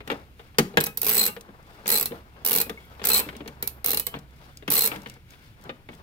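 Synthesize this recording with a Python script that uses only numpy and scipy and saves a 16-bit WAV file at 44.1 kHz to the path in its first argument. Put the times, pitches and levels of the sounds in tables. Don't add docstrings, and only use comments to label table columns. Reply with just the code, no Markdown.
import sys
import numpy as np
from scipy import signal
from scipy.fft import rfft, irfft, next_fast_len
from scipy.io import wavfile
from scipy.ndimage import uniform_filter1d

SR = 44100
rng = np.random.default_rng(int(sys.argv[2]) if len(sys.argv) > 2 else 0)


def invert_db(level):
    return 10 ** (np.asarray(level, dtype=float) / 20)


def persist_wave(psi):
    counts = np.round(np.clip(psi, -1, 1) * 32767).astype(np.int16)
    wavfile.write(sys.argv[1], SR, np.atleast_2d(counts).T)


N = 265614


def evened(x):
    return x / np.sqrt(np.mean(x ** 2) + 1e-20)


def peaked(x, size):
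    return x / np.sqrt(uniform_filter1d((x ** 2).mean(0), size).max())


def smoothed(x, size):
    return uniform_filter1d(uniform_filter1d(x, size), size)


def read(points, hz):
    f, value = np.transpose(points)
    return np.interp(np.log(hz + 1), np.log(f + 1), value)


def coloured(x, points):
    size = next_fast_len(x.shape[-1])
    gain = invert_db(read(points, np.fft.rfftfreq(size, 1 / SR)))
    return irfft(rfft(x, size) * gain, size)[..., :x.shape[-1]]


def band(x, lo_hz, hi_hz):
    return signal.sosfilt(signal.butter(3, [lo_hz, hi_hz], "band", fs=SR, output="sos"), x)


def ring(modes, t, spread_db, detune, rough):
    hz, db, t60 = np.transpose(modes)[:, :, None]
    luck = rng.standard_normal((3, 2, len(modes), 1))
    size = invert_db(db + spread_db * luck[0])
    steps = np.repeat(rng.standard_normal((2, len(modes), len(t) // 60)), 60, axis=2)
    flutter = 1 + rough * uniform_filter1d(steps, size=60)
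    phase = 2 * np.pi * hz * (1 + detune * luck[1, :1]) * t + 3 * luck[2]
    out = (size * flutter * invert_db(-60 * t / t60) * np.sin(phase)).sum(1)
    return out / np.sqrt((size ** 2).sum(1).mean() / 2 * (1 + rough ** 2))


def puff(t, lo_hz, hi_hz, t60):
    return evened(band(rng.standard_normal((2, len(t))), lo_hz, hi_hz)) * invert_db(-60 * t / t60)


def bounces(x, span_s, size):
    luck, train = rng.random((2, 4)), np.zeros(600)
    train[0] = 1
    at = (20 + luck[0] * span_s * SR).astype(int).clip(1, 599)
    train[at] = size * luck[1]
    return signal.fftconvolve(x, train[None] / np.linalg.norm(train), axes=1)[:, :x.shape[1]]


def play(source, rows):
    mix = np.zeros((2, N))
    for s, *how in rows:
        sound = source(*how)
        part = mix[:, round(s * SR):][:, :sound.shape[1]]
        part += sound[:, :part.shape[1]]
    return mix


# f/Hz, level/dB, t60/s
HEAD = [(9720, -4, 0.052), (10000, -7.5, 0.03), (11725, -1.5, 0.04), (11950, -2.5, 0.056),
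        (12330, 0.5, 0.053), (14000, -3, 0.035), (14200, 3, 0.044), (14460, -2.5, 0.0341),
        (15400, 0, 0.025)]
# f/Hz, level/dB per Hz
SNAP = [(200, -36.5), (434, -9), (2930, -13), (4100, -4.5), (7380, -8.5), (12200, -0.5), (15700, -2.5),
        (16500, -40)]
# f/Hz, level/dB, t60/s
FRAME = [(412.2, 5.5, 0.12), (462.6, 12.5, 0.077), (539.4, -1.5, 0.13), (653, -31.5, 0.017)]
# f/Hz, level/dB, t60/s
BASE = [(49.3, -16.5, .12), (92.5, -9.5, 0.12), (149.6, -7, 0.25), (193.6, -3.5, 0.24), (222.8, -1.5, 0.19),
        (287, -4, 0.16)]
# f/Hz, level/dB, t60/s
PANEL = [(826.3, 0.5, 0.18), (1233, 2, 0.17), (1642, -2, 0.14), (2070, -8.5, 0.081), (2202, 5.5, 0.081),
         (2563, 1, 0.33), (3170, -11, 0.017), (3740, 0.5, 0.086)]
HANDLE_HZ, HANDLE_T60_S = 4120, 0.075
SOCKET_HZ, SOCKET_T60_S = 7920, 0.035
LAND_S, CLANG_S = 0.0015, 0.0105
AFTER_CLANG = (0.3, 0.55)


def pawl(db, handle_db, socket_db, thud_db, gap_s):
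    t = np.arange(3000) / SR
    land_s = LAND_S * rng.uniform(0.7, 1.4)
    rise = np.sin(np.pi / 2 * np.minimum(t / land_s, 1)) ** 2
    after = np.interp(handle_db, (-18, -2), AFTER_CLANG)
    clang = after + (1 - after) * invert_db(-60 * (np.maximum(t - land_s, 0) / CLANG_S) ** 2)

    fade = np.hanning(2 * len(t))[len(t):]
    after_ring = ring(HEAD * np.array([1, 1, 4.]), t, 6, 0.01, 0.8) * fade
    head = ring(HEAD, t, 4.5, 0.012, 0.6) * clang + invert_db(-28) * after_ring
    snap = evened(coloured(rng.standard_normal((2, len(t))), SNAP)) * clang * invert_db(-60 * t / 0.12)
    click = peaked((head + invert_db(-5.5) * snap) * rise, size=50)

    grip = invert_db(-60 * np.maximum(t - min(gap_s, 0.021), 0) / 0.01)
    handle = invert_db(handle_db + 1.5) * ring([(HANDLE_HZ, 0, HANDLE_T60_S)], t, 1.5, 0.006, 0.45) * grip
    socket = invert_db(socket_db + 1.5) * ring([(SOCKET_HZ, 0, SOCKET_T60_S)], t, 1.5, 0.012, 0.7) * grip

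    body = ring(FRAME + BASE[2:], t, 3.5, 0.033, 0.24) * (1 - np.exp(-t / 0.0048))
    thud = invert_db(thud_db - 9.5) * peaked(body, size=300)
    panel = 1.1 * ring(PANEL, t, 2.2, 0.095, 0.19) + puff(t, 550, 3500, 0.094)
    side = invert_db(thud_db - 7.5) * panel
    return invert_db(db - 4.5) * (click + (handle + socket + side) * rise + thud)


# t/s, snap level/dB
SWING_1 = [(1.0158, -11.0), (1.0296, -15.0), (1.0445, -16.0), (1.0538, -16.5), (1.065, -10.5),
           (1.0732, -14.5), (1.0827, -13.0), (1.0922, -8.5), (1.0989, -11.5), (1.1094, -16.0),
           (1.1168, -11.0), (1.1266, -14.5), (1.134, -14.0), (1.1443, -13.0), (1.1512, -12.5),
           (1.1613, -17.0), (1.1667, -11.5), (1.1775, -12.0), (1.1815, -12.5), (1.193, -15.5),
           (1.1974, -12.5), (1.2102, -15.5), (1.2147, -15.0), (1.2294, -13.5), (1.2367, -14.0),
           (1.2518, -14.0), (1.2628, -9.0), (1.273, -21.0), (1.2784, -18.0)]
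SWING_2 = [(1.8769, -12.0), (1.8886, -12.0), (1.9013, -9.0), (1.9149, -11.0), (1.9223, -9.5),
           (1.9339, -14.0), (1.941, -12.5), (1.9535, -12.0), (1.9602, -14.5), (1.9727, -12.5),
           (1.982, -13.0), (1.9963, -12.0), (2.0096, -12.5), (2.0264, -13.5)]
SWING_3 = [(2.4482, -13.5), (2.461, -9.5), (2.4731, -12.5), (2.485, -12.0), (2.4946, -14.5),
           (2.5082, -12.0), (2.5161, -13.0), (2.5297, -9.0), (2.5373, -12.0), (2.55, -11.0), (2.5596, -9.0),
           (2.5732, -11.5), (2.5835, -11.5), (2.6008, -13.0), (2.6134, -9.5)]
SWING_4 = [(3.0503, -13.0), (3.0539, -12.5), (3.0695, -10.5), (3.0854, -12.5), (3.0893, -11.0),
           (3.0994, -12.0), (3.1029, -14.0), (3.1125, -17.5), (3.1166, -11.0), (3.1318, -10.0),
           (3.1415, -11.5), (3.1458, -10.5), (3.1566, -13.5), (3.1611, -12.0), (3.1685, -14.5),
           (3.1735, -15), (3.1778, -12.0), (3.184, -16), (3.1913, -13.5), (3.1983, -14.5)]
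SWING_5 = [(3.8434, -13.0), (3.8595, -10.0), (3.8724, -16.0), (3.8823, -14.0), (3.8916, -15.0),
           (3.9043, -10.5), (3.9148, -14.0), (3.9313, -14.0), (3.9443, -13.5)]
SWING_6 = [(4.7018, -10.5), (4.706, -19.0), (4.7141, -13.0), (4.7204, -9.0), (4.7311, -15.0),
           (4.7374, -10.5), (4.7485, -15), (4.7536, -9.5), (4.7607, -15.5), (4.7655, -15.0),
           (4.7753, -13.0), (4.7787, -12.0), (4.7841, -18.5), (4.7902, -7.5), (4.8073, -11.0),
           (4.8196, -9.5), (4.8345, -16), (4.8396, -11.5), (4.8517, -12.0), (4.8593, -9.0), (4.8732, -12.0)]
# teeth, loosest grip as share of the swing 0-1, handle ring/dB, socket ring/dB, frame thud/dB
SWINGS = [
    (SWING_1, 0.72, -15.5, -17, -27.5),
    (SWING_2, 0.49, -20.5, -19, -27),
    (SWING_3, 0.94, -25, -23, -27),
    (SWING_4, 0.58, -15.5, -17, -26),
    (SWING_5, 0.54, -26, -39.5, -29),
    (SWING_6, 0.62, -18, -18, -27),
]
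# handle ring/dB, socket ring/dB, frame thud/dB
LONE = [
    (0.8082, -15, -18, -5, -4),
    (0.8383, -12.5, -25, -12, -27),
    (0.8653, -17, -37, -11, -6.5),
    (0.9724, -14.5, -47, -36, -21.5),
    (2.0563, -14, -16.5, -20, -16),
    (3.6249, -15.5, -38.5, -43.5, -9),
    (3.6738, -14, -27, -36, -24.5),
    (3.9716, -12, -12.5, -32.5, -17),
    (3.9965, -12.5, -33, -12, -19.5),
    (4.0663, -16, -15.5, -9.5, -11),
]
SCATTER_DB = 3
DAMPING_DB_PER_S = (-240, -120, 6.5)


def ratchet():
    drops = list(LONE)
    for swing, loosest, *ring_db in SWINGS:
        s, db = np.transpose(swing)
        away_s = abs(s - s[0] - loosest * (s[-1] - s[0]))
        luck = SCATTER_DB * rng.standard_normal((3, len(s)))
        relative = [top + loss * away_s - db + v
                    for top, loss, v in zip(ring_db, DAMPING_DB_PER_S, luck)]
        drops += zip(s, db, *relative)
    drops = sorted(drops)
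    gaps_s = np.diff([row[0] for row in drops], append=N / SR)
    return play(pawl, [(*row, gap_s) for row, gap_s in zip(drops, gaps_s)])


def knock(db, base_db, panel_db, crack_db):
    t = np.arange(6000) / SR
    frame = 1.3 * ring(FRAME, t, 1.4, 0.012, 0.044) + 0.74 * puff(t, 250, 742, 0.11)
    frame = frame * (1 - np.exp(-t / 0.00078))
    base = ring(BASE, t, 3.6, 0.043, 0.033) + 1.01 * puff(t, 121, 346, 0.13)
    base = base * (1 - np.exp(-t / 0.005))
    panel = 0.25 * ring(PANEL, t, 2, 0.04, 1) * invert_db(-60 * t / 0.15)
    panel = panel + puff(t, 650, 2140, 0.058) + invert_db(-1.5) * puff(t, 2000, 3750, 0.047)
    crack = puff(t, 3700, 7000, 0.026) + invert_db(-3.5) * puff(t, 8000, 16500, 0.037)
    top = invert_db(panel_db + 6) * panel + invert_db(crack_db - 5.5) * crack
    body = peaked(bounces(frame, 0.00813, 0.53), size=200) + invert_db(base_db - 0.86) * peaked(base, size=400)
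    return invert_db(db - 7) * (body + bounces(top * (1 - np.exp(-t / 0.0005)), 0.011, 0.3))


# base boom/dB, panel rattle/dB, crack/dB
KNOCKS = [(0.075, -32, 1, -2, 6), (0.1, -22.5, -24, 1, -3), (0.115, -21, -9, -6, -5),
          (0.584, -11, -2, -1, 14), (0.771, -8.5, -8.5, -3, 2.5), (0.861, -37, -7, -24, 22.5),
          (1.364, -32, -8, -4, -3), (1.858, -30.5, -5, -1, 4.5), (2.119, -26, -29.5, -14.5, -21),
          (2.695, -23.5, -7.5, -6, 3.5), (3.016, -33, 1.5, -1.5, -14), (3.04, -32, -21, 4.5, 18.5),
          (3.405, -31, -2.5, -7.5, -26), (3.477, -38.5, 2, 2, 13), (4.14, -31, 1.5, -0.5, -18),
          (4.678, -28.5, 4.5, 3.5, 9), (4.916, -31.5, -1.5, 4, -22), (5.693, -28, -7, -1.5, -19)]
# base boom/dB, panel rattle/dB
BUMPS = [(0.004, -37, -8, -2), (0.394, -38.5, -34, -3.5), (0.545, -60, -3, 10), (0.739, -32.5, -4, -14),
         (1.488, -43.5, 3, -13), (2.108, -33.5, 4, -12.5), (2.363, -47.5, -0.5, -4),
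         (2.662, -37.5, 0.5, -8), (2.995, -36.5, -15.5, -4), (3.265, -35, 4, -16.5),
         (3.288, -44.5, 7.5, 13.5), (3.35, -38.5, 3.5, -2.5), (3.459, -34, -6, -8.5),
         (4.164, -41, -3, -1.5), (4.15, -42, -5.5, -2), (3.327, -40, -4, -5.5), (2.95, -51.5, -2.5, -2.5),
         (5.335, -52, -7, 5), (4.624, -36.5, -7.5, -9), (4.959, -32, 2.5, -4), (5.06, -35, -1, 1.5),
         (5.164, -47, -7, -6), (5.655, -39, 0, -8), (5.888, -33, -2.5, -6.5), (5.93, -48.5, 1.5, 2)]
BUMP_CRACK_DB = -5


def blows():
    soft = [(*row, row[-1] + BUMP_CRACK_DB) for row in BUMPS]
    return play(knock, sorted(KNOCKS + soft))


def ping(hz, db, t60):
    t = np.arange(6000) / SR
    return invert_db(db) * ring([(hz, 0, t60)], t, 0, 0, 0.35)[[0, 0]] * (1 - np.exp(-t * hz))


# t/s, f/Hz, level/dB, t60/s
PINGS = [(0.1, 1600, -32, 0.04), (0.585, 300, -31, 0.09), (0.59, 188, -26, 0.25), (0.772, 215, -28, 0.15),
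         (0.772, 280, -26, 0.1), (0.772, 350, -24, 0.09), (0.772, 1640, -17, 0.1), (0.772, 1945, -23, 0.05),
         (0.865, 1000, -42, 0.05), (2.662, 1400, -48, 0.04), (2.774, 2190, -41, 0.1),
         (3.288, 2150, -39, 0.06), (3.405, 900, -45, 0.04), (3.477, 4300, -39, 0.025),
         (4.16, 4250, -49, 0.06), (4.572, 4900, -48, 0.04), (4.678, 2600, -32, 0.05),
         (5.693, 800, -46, 0.05), (5.693, 2900, -40, 0.04), (5.888, 2200, -40, 0.05)]


def pings():
    return play(ping, PINGS)


def tick(db):
    t = np.arange(1500) / SR
    snap = puff(t, 2600, 8000, 0.019) + invert_db(2) * puff(t, 7000, 20000, 0.0081)
    return invert_db(db - 3.5) * bounces(snap, 0.0026, 0.35)


# t/s, level/dB
TICKS = [(0.804, -17), (1.2981, -46), (1.41, -36.5), (1.869, -25), (3.035, -39), (3.2199, -43),
         (3.3661, -35.5), (3.4764, -35), (4.189, -43), (4.193, -47), (4.572, -35.5), (4.9611, -36),
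         (5.0193, -42), (5.0727, -42.5), (5.086, -48), (5.098, -33.5), (5.1402, -44.5), (5.639, -42.5),
         (1.627, -53.5), (5.291, -61.5), (5.306, -43), (5.612, -50), (5.95, -46.5), (4.308, -54.5),
         (4.363, -53), (5.033, -48), (3.022, -46), (5.622, -52), (5.939, -49)]


def ticks():
    return play(tick, TICKS)


# t/s of the strongest rub, level/dB, fading/s, slide over rumble/dB
REGRIPS = [(0.125, -44.5, 0.093, -2.5), (0.41, -60, 0.16, 4), (0.72, -55.5, 0.25, -2),
           (1.33, -54.5, 0.41, -9), (1.75, -53, 0.39, -1), (2.15, -52.5, 0.11, -2), (2.42, -54.5, 0.15, -5),
           (2.8, -54, 1, -0.5), (3.25, -50.5, 0.24, 0.5), (3.5, -59, 1, -9), (4.156, -46, 0.05, -4.5),
           (4.438, -61, 0.23, 7), (4.929, -40.5, 0.089, -1), (5.101, -58.5, 0.074, 9),
           (5.321, -60.5, 0.069, 11.5), (5.439, -66, 0.13, 12), (5.669, -53.5, .18, -3.5),
           (5.94, -54.5, 0.1, 0.5)]
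RUB_FADE_DB, RUB_RISE = -11.5, 0.54


def rubbing():
    t = np.arange(0, N + 64, 64) / SR
    s, db, fading_s, slide_db = np.transpose(REGRIPS)[:, :, None]
    away = np.where(t < s, (s - t) / RUB_RISE, t - s) / fading_s
    levels = [np.sqrt((invert_db(top + RUB_FADE_DB * away) ** 2).sum(0)) for top in (db, db + slide_db)]
    return [np.interp(np.arange(N) / SR, t, level) for level in levels]


# f/Hz, width/Hz, level/dB
SCRAPE = [(1500, 300, -13), (2200, 250, -12), (2750, 350, -16), (3450, 300, -15), (5000, 500, -22)]


def scrape():
    out = 0
    for hz, width_hz, db in SCRAPE:
        lump = evened(smoothed(rng.standard_normal(N), 2000))
        noise = band(rng.standard_normal((2, N)), hz - width_hz / 2, hz + width_hz / 2)
        out = out + invert_db(db) * evened(noise * invert_db(3.5 * lump))
    return out


def hands():
    slow, fast = [evened(smoothed(rng.standard_normal(N), size)) for size in (900, 350)]
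    grains = (rng.random((2, N)) < 400 / SR) * invert_db(4 * rng.exponential(1, N).clip(0, 3)) * 3
    noise = rng.standard_normal((3, 2, N))
    rumble = evened(band(noise[0], 79, 1400) * invert_db(3.38 * slow))
    rub = evened(band(noise[1] + grains, 1300, 5000) * invert_db(1.5 * slow + 1.5 * fast))
    hiss = evened(band(noise[2] + grains, 5400, 20000) * invert_db(1.7 * fast))
    press, slide = rubbing()
    return press * invert_db(3.5) * rumble + slide * (invert_db(-6.5) * rub + invert_db(-10) * hiss + scrape())


def tone(rows, waver, flicker_db, size):
    s, *columns = np.transpose(rows)
    t = np.arange(N) / SR
    hz, db = [np.interp(t, s, c) for c in columns]
    on = uniform_filter1d(1. * (t > s[0]) * (t < s[-1]), 600)
    drift, flicker = [evened(smoothed(v, size)) for v in rng.standard_normal((2, N))]
    phase = 2 * np.pi * np.cumsum(hz * (1 + waver * drift)) / SR
    return np.sqrt(2) * on * invert_db(db + flicker_db * flicker) * np.sin(phase)


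# t/s, f/Hz, level/dB
SQUEAK = [
    (2.81, 12250, -78),
    (2.85, 12700, -74),
    (2.88, 12550, -73),
    (2.92, 12050, -74),
    (2.95, 11950, -75),
    (2.98, 12250, -74),
    (3.02, 12050, -75),
]
# t/s, f/Hz, level/dB
WHINE = [
    (2.79, 3380, -65),
    (2.94, 3250, -70),
]


def squeaks():
    return tone(SQUEAK, 0.009, 7.8, size=120) + tone(WHINE, 0.02, 3.7, size=120)


# f/Hz, t60/s
SHOP = [(200, 0.37), (700, 0.37), (2000, 0.3), (5000, 0.26), (15000, 0.26)]


def shop(x):
    taps = np.zeros((2, SR // 2))
    grid = np.arange(200, SR // 2 - 20, 20)
    at = grid + rng.integers(0, 20, (2, len(grid)))
    np.put_along_axis(taps, at, rng.choice([-1., 1.], at.shape), 1)
    hz, t, z = signal.stft(taps, SR, nperseg=256)
    tail = signal.istft(z * invert_db(-60 * t / read(SHOP, hz)[:, None]), SR, nperseg=256)[1]
    return signal.fftconvolve(x, tail / np.linalg.norm(tail[0]), axes=1)[:, :N]


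# t/s, f/Hz, level/dB
HUM = [
    (0.0, 67.25, -60),
    (1.42, 66.04, -67),
    (3.42, 65.6, -51.5),
    (6.02, 69.7, -69),
]
# t/s, f/Hz, level/dB
HUM_UPPER = [
    (3.6, 125.3, -58.5),
    (4.954, 131.9, -61.5),
    (5.2, 123, -60.5),
]


def engine():
    return tone(HUM, 0.035, 3, size=3000) + tone(HUM_UPPER, 0.0279, 2.8, size=3000)


# f/Hz, level/dB per Hz
AIR = [(12, -39), (20, -2.5), (114, -1), (650, -25.5), (2500, -25.5), (7300, -41), (15200, -36.5),
       (16500, -48)]
AIR_DB = -53


def air():
    return invert_db(AIR_DB) * evened(coloured(rng.standard_normal((2, N)), AIR))


def scene():
    tool = ratchet() + blows() + pings() + ticks()
    return tool + invert_db(-16) * shop(tool) + hands() + squeaks() + engine() + air()


def roll_off(x):
    return signal.sosfilt(signal.butter(12, 16980, fs=SR, output="sos"), x)


# f/Hz, level/dB
BALANCE_DB = [(60, -1), (180, 2), (550, 1.5), (1650, 6), (4970, 4.5), (15000, -6)]
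# f/Hz, share 0-1
SAME = [(40, .55), (80, .75), (160, .98), (350, .96), (700, .6), (1300, .68), (2500, .3), (16000, .1)]
# f/Hz, lead/rad
LEAD = [(350, 0), (800, 1.1), (1200, 2.4), (1900, 2.4), (2800, 1.6)]
EDGE_HZ, TOP_HZ = 15900, 16900


def record(dry):
    size = next_fast_len(N)
    hz = np.fft.rfftfreq(size, 1 / SR)
    a, b = rfft(dry, size)
    same = np.clip(read(SAME, hz), 0, 1)
    tilt = invert_db(read(BALANCE_DB, hz) / 2)
    right = (same * a + np.sqrt(1 - same ** 2) * b) * np.exp(-1j * read(LEAD, hz))
    ports = irfft(np.array([a * tilt, right / tilt]), size)[:, :N]
    ports = np.tanh(ports)
    edge = 0.9 * signal.firwin(255, EDGE_HZ, fs=SR) + 0.1 * signal.firwin(255, TOP_HZ, fs=SR)
    mix = signal.oaconvolve(ports, edge[None], "same", axes=1)
    return roll_off(mix)


dry = scene()
out = record(dry)
persist_wave(out)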